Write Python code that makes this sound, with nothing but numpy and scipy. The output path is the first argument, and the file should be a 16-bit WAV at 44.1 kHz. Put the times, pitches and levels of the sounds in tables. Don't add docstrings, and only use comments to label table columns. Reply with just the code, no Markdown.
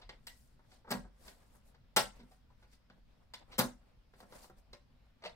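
import sys
import numpy as np
from scipy import signal
from scipy.fft import rfft, irfft, next_fast_len
from scipy.io import wavfile
from scipy.ndimage import uniform_filter1d

SR = 44100
rng = np.random.default_rng(int(sys.argv[2]) if len(sys.argv) > 2 else 0)


def transcribe(u):
    v = np.clip(np.atleast_2d(u).T, -1, 1)
    q = np.round(v * 32767).astype(np.int16)
    wavfile.write(sys.argv[1], SR, q)


N = 236067

# pitch_hz, level_db
RUMBLE_COLOUR = [(12, -8), (30, 0.5), (45, 3), (80, -11.5), (120, -6), (170, -15.5), (240, -12),
                 (310, -25.5), (500, -25), (700, -31), (2000, -32.5), (5200, -36.5), (6300, -45.5),
                 (10000, -53.5), (12500, -49), (16000, -52)]
# peak_s, fall_by_20_db_s, hiss_db, coarse_over_fine_hiss_db, scuff_db
HISS_AND_STROKES = [(0, .03, -77, 7, -65), (.14, .06, -102, 2.5, -69), (.39, 0.18, -71, -6, -93),
                    (0.737, 0.08, -74, 7, -77), (1.276, 0.0949, -60.5, -2.5, -63),
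                    (1.438, 0.18, -77.5, -1, -75), (1.557, 0.05, -71, -10, -77),
                    (1.682, 0.05, -71.5, -13, -74.5), (2.17, 0.06, -75.5, 2, -64.5),
                    (2.328, 0.09, -76.5, -5, -80), (2.626, 0.06, -83.5, 5, -80), (2.736, 0.05, -75, 7, -88),
                    (2.898, 0, -85, 5, -82), (3.42, 0.03, -97, 3, -64.5), (3.523, .06, -78, .7, -60.5),
                    (3.878, 0.12, -92, .7, -76.5), (4.205, 0.06, -69, -3, -68),
                    (4.359, 0.08, -61.5, -1.5, -57.5), (4.44, 0.0632, -62, 0.5, -66.5),
                    (4.589, 0.03, -73, -4, -71)]
# pitch_hz, level_db
SKIN_COLOUR = [(1470, -22.5), (2500, -3), (2710, -9), (4590, 3.5), (5960, -1), (8300, 1), (15100, -8),
               (16100, -9.5), (16500, -17)]
# pitch_hz, level_db
CLOTH_COLOUR = [(120, -30), (200, -0.5), (420, -13), (534, -1.5), (624, -7), (678, -5), (3500, -24),
                (4550, -35.5), (7700, -120)]
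# low_hz, high_hz
BLOW_BANDS = [(400, 1600), (120, 400), (1600, 5500), (5500, 10000), (10000, 17500)]
# start_s, body_db,
# boom_over_body_db, clack_over_body_db, tick_over_body_db, slip_ms, favoured_hz, lift_db
TAPS_AND_SWELLS = [(.013, -62.5, -22, 2, -30, 5.7, 990, 4.5), (.091, -53, -12.5, 4, -26, 1.6, 890, 7.3),
                   (.268, -58, -12, 12, 6.5, 2.05, 1930, 2.5), (.591, -67.5, -19, -18, -32, 2, 1000, 6),
                   (.713, -66, -8, -1, -22, 5.6, 1707, 12), (.843, -59, -16, -34.5, -51, 4.7, 910, 8),
                   (0.867, -53, -7, -22, -48, 9.4, 910, 8), (.885, -54, -8, -12, -22, 16, 910, 6.8),
                   (.943, -47, 7, -25, -28, 3.3, 244, 5.7), (1.04, -62.5, 6, -19, -35, 7.4, 357, 7.7),
                   (1.277, -59.5, -5.5, 5, -12, 2.3, 696, 16), (1.542, -73, -6, -16, -23, 6.1, 865, 4),
                   (1.742, -67.5, -11.5, -6, -35, 4.2, 1210, 23), (2.192, -66, 9, -.7, -26, 6, 245, 12),
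                   (2.228, -69.5, 11, -12, -17, 4.3, 244, 13), (2.311, -65, -16, -8.5, -21, 6, 750, 16),
                   (2.498, -68.5, -12, -16, -33, 6, 924, 7.5), (2.622, -68, -10, -3.5, -34, 5.2, 1398, 23),
                   (2.727, -75.5, -2, 5.5, -9, 3.4, 1293, 12), (2.899, -62, -2, -1, -34, 0.59, 1680, 18),
                   (3.336, -52.5, -15, 6.5, -11.5, 2.3, 761, 3.9),
                   (3.513, -61.5, -10, 3.5, -20.5, 12.7, 761, 3), (3.628, -48, 10, -18, -19, 8.8, 244, 9),
                   (4.136, -61.5, -10, -7.5, -28, 0.84, 990, 8.5),
                   (4.202, -56, -15, -6.5, -12, 1.14, 670, 2.6), (4.223, -59.5, -2.5, -18, -23, 3, 670, 3),
                   (4.322, -55, -11, -6.5, -23, 0.75, 670, 3), (4.441, -59.5, -12, -7, -7, 1.6, 750, 6),
                   (4.497, -59, -1.5, -15, -17, 1.2, 760, 7.7),
                   (4.73, -55.5, -6.5, 2, -17, 1.95, 582, 12.5)]
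# pitch_hz, level_db, ring_s (always the time to fade by 60 dB)
CASE_MODES = [(133, -5, 0.17), (199, 0.5, .22), (244.2, 1.5, .15), (287, -9, 0.16), (352, -2, 0.11),
              (406, -9, 0.017), (516, 2.5, .15), (582, -6.5, 0.22), (671, -3, 0.13), (746.4, 1, 0.11),
              (880, -6, 0.12), (904, 1.5, 0.062), (984, 0, 0.12), (1193.5, -9, 0.03), (1302, -8, 0.072),
              (1376, -12, .08), (1485, -8, 0.15), (1690, -5.5, 0.061), (1922, -0.5, 0.13),
              (2111, 1.5, 0.062), (2723, -7.5, 0.035), (3660, -2, 0.066), (4080, -3, 0.069),
              (4700, -5, 0.06), (5260, -3, 0.051), (5520, -1.5, 0.051)]
# level_over_clear_modes_db, ring_s
CROWDED_MODES = [(-0.5, 0.069), (-5, 0.16)]
# sheet_ring_s, room_ring_s, room_share_db
CLATTER_FADES = [(0.048, 0.2, -4), (0.014, 0.24, -2.5), (.02, .17, -4.5)]
# pitch_hz, level_db
CLATTER_COLOUR = [(820, -32), (1400, 5.5), (1790, -6), (2100, 1.5), (2450, -6), (2690, -1), (4080, 0),
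                  (5010, -3), (5430, -6.5), (6730, -11.5), (8080, -6.5), (10400, -18), (11400, -14.5),
                  (16000, -16.5)]
# start_s, level_db, pitch_hz, ring_s
DESK_SHUDDERS = [(.03, -51, 38.3, 0.96), (0.959, -48.5, 44.13, 1), (2.03, -51, 41.5, 1),
                 (3.639, -50.5, 40, 0.86)]
# start_s, body_db, boom_over_body_db, clack_over_body_db,
# tick_over_body_db, strongest_at_ms, favoured_hz
BRACKET_KNOCKS = [(0.9044, -34.5, -4.5, -1.5, -5.5, 7.4, 244), (1.9623, -25.5, -12.5, 3.5, -2.5, 4.45, 361),
                  (3.581, -29.5, -1.4, -0.5, 2, 7.7, 244)]
BOUNCES_MS = (0, 3.8, 8.7, 15.5, 24)
# start_s, body_db
PLASTIC_TOUCHES = [(5.2205, -59.5), (5.236, -49), (5.248, -45), (5.257, -44), (5.268, -55.5), (5.29, -61)]
# pitch_hz, level_db, ring_s
PLASTIC_MODES = [(181, -5, 0.081), (613, -5, 0.12), (676, -1.5, 0.059), (840, -16.5, 0.053),
                 (910, -4, 0.051), (1220, -4, .04), (2095, 10.5, 0.064), (2580, -2, 0.18), (4080, -18, .03)]
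# boom_over_body_db, clack_over_body_db, tick_over_body_db
PLASTIC_BALANCE = (-21, -4, -32.5)
# pitch_hz, ring_s
ROOM_RING = [(100, .28), (300, .2), (1000, .22), (3000, .24)]
# pitch_hz, likeness (1 is identical)
LIKENESS = [(60, 0.91), (300, 0.43), (700, 0.23), (1500, 0.27), (3000, 0.13), (12000, 0.011)]
# pitch_hz, left_over_right_db
LEFT_TILT = [(100, 1.0), (1000, 1.0), (2000, -.5), (4000, 1.0), (8000, 2.2), (12500, 6.5)]

KNOCK_PING_DB, LIGHT_PING_DB = -13, -7


def gain_of(db):
    return 10 ** (np.asarray(db) / 20)


def evened(x):
    return x / np.sqrt(np.mean(x ** 2) + 1e-20)


def read(points, hz):
    pitches, values = np.transpose(points)
    return np.interp(np.log(hz + 1), np.log(pitches + 1), values)


def add(mix, start_s, sound):
    part = mix[round(start_s * SR):][:len(sound)]
    part += sound[:len(part)]


def wobble(samples):
    return evened(uniform_filter1d(rng.standard_normal(N), size=samples))


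def partly_alike(left, other, hz):
    same = read(LIKENESS, hz)[:, None]
    return np.array([left, same * left + np.sqrt(1 - same ** 2) * other])


def noise(colour, patchy_db, size):
    frames, hz = 4 * N // size + 5, np.fft.rfftfreq(size, 1 / SR)
    a, b, c, d, patches = rng.standard_normal((frames, len(hz), 5)).T
    patches = uniform_filter1d(patches, size=size // 64, axis=0)
    patches = evened(uniform_filter1d(patches, size=6, axis=1))
    spectra = partly_alike(a + 1j * b, c + 1j * d, hz)
    spectra *= gain_of(read(colour, hz)[:, None] + patchy_db * patches)
    return evened(signal.istft(spectra, nperseg=size, noverlap=3 * size // 4)[1][:, :N])


def room_rumble():
    return gain_of(-64.5) * noise(RUMBLE_COLOUR, patchy_db=1.5, size=2048)


def hiss_and_rubs():
    t = np.arange(N) / SR
    resting_db = np.array([[-96.5], [-96.5], [-80.5]])
    levels = gain_of(resting_db + 2.5 * wobble(3000))
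    for peak_s, fall_s, hiss_db, coarse_db, scuff_db in HISS_AND_STROKES:
        peaks_db = np.array([[hiss_db], [hiss_db + coarse_db], [scuff_db]])
        fall_db = 20 * (abs(t - peak_s) / fall_s) ** 1.4
        levels += gain_of(peaks_db - fall_db)
    grain = gain_of(1.4 * wobble(150))
    hiss = evened(grain * noise(SKIN_COLOUR, patchy_db=2.2, size=256))
    coarse = signal.sosfiltfilt(signal.butter(3, 6020, "lowpass", fs=SR, output="sos"), hiss)
    scuff = noise(CLOTH_COLOUR, patchy_db=2.2, size=512)
    return levels[0] * (hiss - coarse) + levels[1] * coarse + levels[2] * scuff


def favoured(modes, spot_hz, lift_db):
    return [(hz, db + lift_db * np.exp(-(np.log(hz / spot_hz) / .05) ** 2), ring_s)
            for hz, db, ring_s in modes]


def band_levels(body_db, boom_db, clack_db, tick_db):
    snap_db = clack_db + .55 * (tick_db - clack_db) - .55
    return body_db + np.array([0, boom_db, clack_db, snap_db, tick_db])


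def taps_and_swells():
    for start_s, *levels_db, slip_ms, spot_hz, lift_db in TAPS_AND_SWELLS:
        crowded_db = -1.5 * np.log2(max(slip_ms, 1))
        modes = favoured(CASE_MODES, spot_hz, lift_db)
        yield start_s, modes, crowded_db, LIGHT_PING_DB, band_levels(*levels_db), slip_ms


def slip(slip_ms):
    progress = np.arange(SR // 10) / SR / (slip_ms / 1000)
    return progress * np.exp(1 - progress)


def ring(modes, crowded_db, ping_db, peaks_db, slip_ms):
    t = np.arange(SR // 3) / SR
    hz, db, ring_s = np.transpose(modes)
    grip = slip(slip_ms)
    touches = rng.standard_normal(len(grip))
    force = touches * abs(touches) * grip
    place, bend = rng.standard_normal((2, len(hz)))
    tones = np.sin(2 * np.pi * hz * (1 + .02 * bend) * t[:, None])
    tones *= gain_of(db + 2.5 * place - 60 * t[:, None] / ring_s)
    hiss, out = rng.standard_normal(len(t)), np.zeros(len(t))
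    for k, peak_db in enumerate(peaks_db[:3] + [0, 0, ping_db]):
        low, high = BLOW_BANDS[k]
        band = signal.butter(3, (low, high), "bandpass", fs=SR, output="sos")
        clear = signal.fftconvolve(force, tones[:, (hz > low) & (hz <= high)].sum(axis=1))[:len(t)]
        sound = evened(signal.sosfilt(band, clear))
        if k < len(CROWDED_MODES):
            share_db, crowded_ring_s = CROWDED_MODES[k]
            power = signal.fftconvolve(grip ** 2, gain_of(-120 * t / crowded_ring_s))[:len(t)]
            crowded = signal.sosfilt(band, hiss * np.sqrt(abs(power)))
            sound += gain_of(share_db + crowded_db) * evened(crowded)
        loudest = np.sqrt(uniform_filter1d(sound ** 2, size=300).max())
        out += gain_of(peak_db) * sound / loudest
    return out


def fade(power, ring_s):
    kept = 10 ** (-6 / (ring_s * SR))
    return signal.lfilter([1 - kept], [1, -kept], power)


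def clatter(blows):
    near = noise(CLATTER_COLOUR, patchy_db=3.0, size=256)[0]
    far = noise(CLATTER_COLOUR, patchy_db=3.9, size=256)
    grit = gain_of(1.5 * wobble(30))
    straight, scattered = np.zeros(N), np.zeros((2, N))
    for k, (sheet_ring_s, room_ring_s, share_db) in enumerate(CLATTER_FADES, start=2):
        power = np.zeros(N)
        for start_s, *_, peaks_db, slip_ms in blows:
            rattle = fade(slip(slip_ms) ** 2, sheet_ring_s)
            add(power, start_s, gain_of(2 * peaks_db[k]) * rattle / rattle.max())
        band = signal.butter(4, BLOW_BANDS[k], "bandpass", fs=SR, output="sos")
        straight += np.sqrt(power) * evened(grit * signal.sosfilt(band, near))
        echo = fade(fade(power, room_ring_s), 0.018)
        scattered += gain_of(share_db) * np.sqrt(echo) * evened(signal.sosfilt(band, far))
    return straight, scattered


def room_echo(sound):
    hz, t = np.fft.rfftfreq(512, 1 / SR), np.arange(180) * 128 / SR
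    a, b, c, d = rng.standard_normal((4, len(hz), len(t)))
    ring_s = read(ROOM_RING, hz)[:, None]
    decay = gain_of(-60 * t / ring_s) / np.sqrt(ring_s)
    tail = signal.istft(partly_alike(a + 1j * b, c + 1j * d, hz) * decay, nperseg=512, noverlap=384)[1]
    tail *= 1 - np.exp(-np.arange(tail.shape[1]) / SR / .004)
    return signal.fftconvolve(sound[None], tail / np.linalg.norm(tail[0]), axes=1)[:, :N]


def desk_shudders():
    out, t = np.zeros(N), np.arange(SR // 2) / SR
    swell = 1 - np.exp(-t / 0.022)
    for start_s, level_db, hz, ring_s in DESK_SHUDDERS:
        add(out, start_s, gain_of(level_db - 60 * t / ring_s) * swell * np.sin(2 * np.pi * hz * t))
    return out


def bracket_knocks():
    grow_db_per_ms = np.array([.83, .83, 1.6, 1.6, 1.6])
    die_db_per_ms = np.array([.83, .83, 1.2, 1.2, 1.2])
    late_ms = np.array([4.5, 0, 0, 0, 0])
    crowded_db, slip_ms = 0, 1.1
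    for start_s, *levels_db, strongest_ms, spot_hz in BRACKET_KNOCKS:
        modes = favoured(CASE_MODES, spot_hz, lift_db=9)
        for delay_ms in BOUNCES_MS:
            after_ms = delay_ms - strongest_ms - late_ms
            drop_db = np.maximum(-grow_db_per_ms * after_ms, die_db_per_ms * after_ms)
            peaks_db = band_levels(*levels_db) - drop_db
            yield start_s + delay_ms / 1000, modes, crowded_db, KNOCK_PING_DB, peaks_db, slip_ms


def plastic_set_down():
    modes = favoured(PLASTIC_MODES, spot_hz=637, lift_db=8.5)
    crowded_db, slip_ms = -13, 2.76
    for start_s, body_db in PLASTIC_TOUCHES:
        yield start_s, modes, crowded_db, LIGHT_PING_DB, band_levels(body_db, *PLASTIC_BALANCE), slip_ms


def scene():
    blows = [*bracket_knocks(), *taps_and_swells(), *plastic_set_down()]
    ringing = np.zeros(N)
    for start_s, *blow in blows:
        add(ringing, start_s, ring(*blow))
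    straight, scattered = clatter(blows)
    left = ringing + straight
    size, right_lag_s = next_fast_len(N + 64), 1.4e-4
    delay = np.exp(-2j * np.pi * np.fft.rfftfreq(size, 1 / SR) * right_lag_s)
    right = irfft(rfft(left, size) * delay, size)[:N]
    room = room_rumble() + scattered + gain_of(-5) * room_echo(ringing)
    return np.array([left, right]) + room + desk_shudders() + hiss_and_rubs()


def record(dry):
    size, cutoff_hz = next_fast_len(N + 1024), 15850
    tilt_db = read(LEFT_TILT, np.fft.rfftfreq(size, 1 / SR)) / 2
    tilted = irfft(rfft(dry, size) * gain_of([tilt_db, -tilt_db]), size)[:, :N]
    lowpass = signal.firwin(255, cutoff_hz, window=("kaiser", 9), fs=SR)
    return signal.oaconvolve(tilted, lowpass[None], "same")


dry = scene()
out = record(dry)
transcribe(out)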